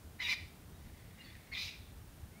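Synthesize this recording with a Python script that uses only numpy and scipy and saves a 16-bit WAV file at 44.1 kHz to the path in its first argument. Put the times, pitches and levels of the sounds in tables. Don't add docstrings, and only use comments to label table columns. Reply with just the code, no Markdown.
import sys
import numpy as np
from scipy import signal
from scipy.fft import rfft, irfft, next_fast_len
from scipy.io import wavfile
from scipy.ndimage import map_coordinates

SR = 44100
rng = np.random.default_rng(int(sys.argv[2]) if len(sys.argv) > 2 else 0)


def to_wav(sig):
    pcm = np.clip(np.atleast_2d(sig), -1, 1) * 32767
    pcm = np.round(pcm).astype(np.int16)
    wavfile.write(sys.argv[1], SR, pcm.T)


N = 105840
T = np.arange(N) / SR

# (time [s], relative level [dB], upper resonance over
# lower [dB], treble over lower [dB], lower resonance [Hz], upper resonance [Hz], low voice [Hz],
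# high voice [Hz], share of high voice [0-1], roughness [0-1])
MAGPIE_CALLS = [
    [(.186, -68, -21, -28, 1900, 4100, 960, 1154, 0.2, 0.63),
     (.197, -49.5, -19, -30, 2020, 4100, 967, 1163, 0.2, 0.35),
     (.204, -41, -12.5, -23, 2050, 4080, 1036, 1162, 0, 0.14),
     (.214, -43, -12, -14, 2120, 3500, 990.3, 1124, 0, 0.51),
     (.235, -42, -7, -10.5, 2320, 3530, 953, 1135, 0.03, 0.42),
     (.258, -42, -1.5, -11, 2360, 3670, 953.7, 1183, 0.04, 0.11),
     (.272, -41, -13, -11.5, 2300, 3470, 945.5, 1204, 0.64, 0.28),
     (.284, -39.5, -15, -11, 2290, 3740, 983.6, 1187, 0.1, 0.49),
     (.294, -36.5, -10, -12, 2260, 3770, 1030, 1221, 0.35, 0.18),
     (.306, -39, -7, -7, 2360, 3940, 998.6, 1216, 0.05, 0.25),
     (.322, -35.5, -16.5, -10, 2250, 3760, 1007, 1167, 0.82, 0.31),
     (.34, -42, -13, -7.5, 2140, 3880, 1034, 1224, 0.3, 0.37),
     (.352, -58, 5, -8, 2300, 3780, 1050, 1274, .6, 0.4)],
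    [(1.506, -81, -21, -27, 1900, 4100, 993, 1155, 0.2, 0.36),
     (1.52, -50, -17, -27, 1950, 4430, 1079, 1152, 0, 0.42),
     (1.532, -43.5, -13.5, -18, 2250, 4400, 1096, 1184, 0.18, 0.15),
     (1.55, -50.5, 0.5, -8.5, 2330, 3550, 1006, 1186, 0.64, 0.61),
     (1.57, -45, -5, -13, 2190, 3700, 992, 1194, 0.14, 0.54),
     (1.585, -48.5, 1, -3, 2440, 3970, 1010, 1205, .4, 0.3),
     (1.62, -48, -1, -2, 2420, 3820, 1009, 1230, 0.22, 0.42),
     (1.646, -52, -1.5, 1.5, 2440, 3900, 997, 1205, 0, 0.65),
     (1.682, -50.5, -8, -2.5, 2380, 3620, 980, 1206, 0, 0.51),
     (1.715, -64, -0.5, 0, 2470, 3700, 958, 1215, 0.9, 0.57),
     (1.745, -59.5, -17, -8, 2290, 3740, 958, 1190, 0.9, 0.7),
     (1.78, -73.5, -4, -2, 2260, 3790, 951, 1180, 0.6, 0.73),
     (1.92, -77.5, 0, -8, 2350, 3700, 947, 1162, .7, 0.6)],
]
# (centre [Hz], width [Hz], gain [dB])
THROAT_RESONANCES = [(750, 300, -25), (1050, 500, -23), (1600, 400, -24), (2900, 350, -20)]
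# (centre [Hz], width [Hz], relative gain [dB])
BEAK_RESONANCES = [(2640, 330, -10.5), (3460, 260, -8), (4910, 1660, -6), (5850, 1500, -22.5),
                   (6770, 520, -22.5)]
def magpie_call(rows, hiss_over_treble_db=-7.5):
    times, level_db, upper_db, treble_db, lower_hz, upper_hz, *voice_columns = np.transpose(rows)
    source = two_voices(*(np.interp(T, times, column) for column in voice_columns))
    hz, frame_times, spectrum = signal.stft(source, SR, nperseg=256, noverlap=192)
    hz = hz[:, None]
    per_frame = lambda column: np.interp(frame_times, times, column)
    lower = resonance(hz, per_frame(lower_hz), width_hz=540)
    upper = amp(per_frame(upper_db)) * resonance(hz, per_frame(upper_hz), width_hz=740)
    beak = amp(per_frame(treble_db)) * resonances(hz, BEAK_RESONANCES)
    tract = lower + upper + beak + resonances(hz, THROAT_RESONANCES)
    voiced = 4 * signal.istft(spectrum * tract, SR, nperseg=256, noverlap=192)[1][:N]
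    call_hiss = amp(hiss_over_treble_db + np.interp(T, times, treble_db)) * rng.standard_normal(N)
    return amp(np.interp(T, times, level_db, -120, -120)) * (voiced + call_hiss)


def two_voices(low_hz, high_hz, high_share, roughness, jitter=.045, beat_depth=.45, shimmer_db=2.5):
    low_phase = phase_of(low_hz * (1 + jitter * roughness * wobble(300)))
    high_phase = phase_of(high_hz * (1 + jitter * roughness * wobble(300)))
    pulses = np.sqrt(1 - high_share) * pulse_train(low_phase)
    pulses += np.sqrt(high_share) * pulse_train(high_phase)
    turbulence = 2.2 * rng.standard_normal(N)
    mix = np.sqrt(1 - roughness) * pulses + np.sqrt(roughness) * turbulence
    beat = 1 + beat_depth * np.sqrt(high_share) * np.cos(high_phase - low_phase)
    shimmer = amp(shimmer_db * roughness * wobble(150))
    return mix * beat * shimmer


def pulse_train(phase, first_db=-5, smear_rad=.9):
    k = np.arange(1, 8)[:, None]
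    partials = amp(first_db * (k == 1)) * np.cos(k * phase + smear_rad * k * k)
    return unit_rms(partials.sum(0))


# (delay [s], gain in the bass [dB])
WALL_ECHOES = [(.062, -16), (.085, -22), (.108, -20)]
# (frequency [Hz], time to fall 60 dB [s])
YARD_DECAY = [(1000, 0.26), (2300, 0.49), (4000, 0.52), (7000, 0.4), (12000, 0.15)]
def yard(direct, dull_hz=3500, tail_db=-12.5):
    def walls(hz):
        reflections = sum(amp(db) * np.exp(-2j * np.pi * hz * delay) for delay, db in WALL_ECHOES)
        return reflections / (1 + (hz / dull_hz) ** 2)

    hz, age, spectrum = signal.stft(rng.standard_normal(SR // 2), SR, nperseg=256)
    decay = amp(-60 * age / log_interp(YARD_DECAY, hz)[:, None])
    impulse = signal.istft(spectrum * decay, SR, nperseg=256)[1]
    tail = signal.fftconvolve(direct, impulse / np.linalg.norm(impulse))[:N]
    return direct + filtered(direct, walls) + amp(tail_db) * tail


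# (time [s], level [dB])
SCOLD_LEVELS = [(.62, -92), (.75, -84), (.82, -72), (1, -69), (1.1, -72), (1.15, -69.5), (1.23, -60),
                (1.34, -63), (1.4, -68.5), (1.5, -67), (1.56, -93)]
# (centre [Hz], width [Hz], relative gain [dB])
SCOLD_RESONANCES = [(2010, 620, 1), (2630, 420, -13), (3900, 2100, -9.5)]
def far_scolding():
    times, level_db = np.transpose(SCOLD_LEVELS)
    source = two_voices(low_hz=980, high_hz=1150, high_share=.2, roughness=.9)
    rasp = filtered(source, lambda hz: resonances(hz, SCOLD_RESONANCES))
    return amp(np.interp(T, times, level_db, -120, -120)) * unit_rms(rasp)


# (start [s], length [s], from pitch [Hz], to pitch [Hz], level [dB])
FAR_WHISTLES = [(.735, .05, 3820, 3760, -77), (.86, .05, 3800, 3750, -80), (1.1, .02, 3430, 3430, -74),
                (1.186, .045, 2830, 2820, -57), (1.211, .018, 3950, 4350, -65),
                (1.228, .085, 4470, 4430, -68), (1.256, .044, 3540, 3320, -63),
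                (1.297, .018, 3430, 3600, -61), (2.3, .13, 2000, 2400, -70)]
def far_whistle(start, length, from_hz, to_hz, level_db, pitch_waver=.008, waver_db=3.5):
    progress = np.clip((T - start) / length, 0, 1)
    hz = (from_hz + (to_hz - from_hz) * progress) * (1 + pitch_waver * wobble(150))
    swell = amp(level_db + waver_db * wobble(100)) * np.sin(np.pi * progress)
    return swell * np.sqrt(2) * np.sin(phase_of(hz))


# (time [s], level [dB])
RUMBLE_LEVELS = [(0.0, -60), (0.07, -54.5), (0.37, -58.5), (0.45, -46.5), (0.5, -57.5), (0.86, -53),
                 (0.95, -57.5), (1.12, -51.5), (1.18, -63), (1.38, -51), (1.46, -68), (1.55, -50.5),
                 (1.57, -63.5), (1.66, -51), (1.72, -68), (1.79, -55), (2.26, -54), (2.4, -67)]
# (frequency [Hz], relative density [dB])
RUMBLE_SPECTRUM = [(12, -54), (20, -14.5), (70, -1.5), (82, 1), (108, -4.5), (200, -24), (260, -73),
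                   (440, -120)]
def deep_rumble():
    return level_curve(RUMBLE_LEVELS) * coloured_noise(RUMBLE_SPECTRUM)


# (time [s], relative level [dB])
TRAFFIC_LEVELS = [(0.0, -65.5), (0.32, -64.5), (1.21, -65.5), (2.0, -66), (2.4, -64.5)]
# (frequency [Hz], relative density [dB])
TRAFFIC_SPECTRUM = [(88, -44), (150, 2.5), (382, -9.5), (421, -9), (505, -13.5), (681, -12.5), (1500, -23),
                    (1950, -26), (3300, -120)]
def traffic_drone():
    return 1.64 * level_curve(TRAFFIC_LEVELS) * coloured_noise(TRAFFIC_SPECTRUM)


# (frequency [Hz], relative density [dB])
HISS_SPECTRUM = [(300, -2.5), (1500, 3.5), (3000, 1), (6000, -2.5), (8500, -3), (9100, 1.5), (9700, -3.5),
                 (15800, -2)]
def microphone_hiss(level_db=-63.5):
    return amp(level_db) * coloured_noise(HISS_SPECTRUM)


def amp(db):
    return 10 ** (np.asarray(db) / 20)


def unit_rms(x):
    return x / np.sqrt(np.mean(x ** 2) + 1e-20)


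def phase_of(hz):
    return 2 * np.pi * np.cumsum(hz) / SR


def level_curve(rows):
    return amp(np.interp(T, *np.transpose(rows)))


def log_interp(points, hz):
    point_hz, values = np.transpose(points)
    return np.interp(np.log(hz + 1), np.log(point_hz + 1), values)


def wobble(rate):
    return map_coordinates(rng.standard_normal(int(N * rate / SR) + 4), [T * rate])


def filtered(x, response):
    size = next_fast_len(N + SR // 2)
    return irfft(rfft(x, size) * response(np.fft.rfftfreq(size, 1 / SR)), size)[..., :N]


def resonance(hz, centre_hz, width_hz, steepness=3):
    return 1 / (1 + np.abs(2 * (hz - centre_hz) / width_hz) ** steepness)


def resonances(hz, table):
    return sum(amp(db) * resonance(hz, centre, width) for centre, width, db in table)


def coloured_noise(spectrum):
    return unit_rms(filtered(rng.standard_normal(N), lambda hz: amp(log_interp(spectrum, hz))))


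def scene():
    magpie = sum(yard(magpie_call(rows)) for rows in MAGPIE_CALLS)
    far_birds = yard(far_scolding() + sum(far_whistle(*row) for row in FAR_WHISTLES))
    return (magpie + far_birds + deep_rumble() + traffic_drone() + microphone_hiss())[None]


def record(dry, top_hz=15730):
    return filtered(dry, lambda hz: hz < top_hz)


dry = scene()
out = record(dry)
to_wav(out)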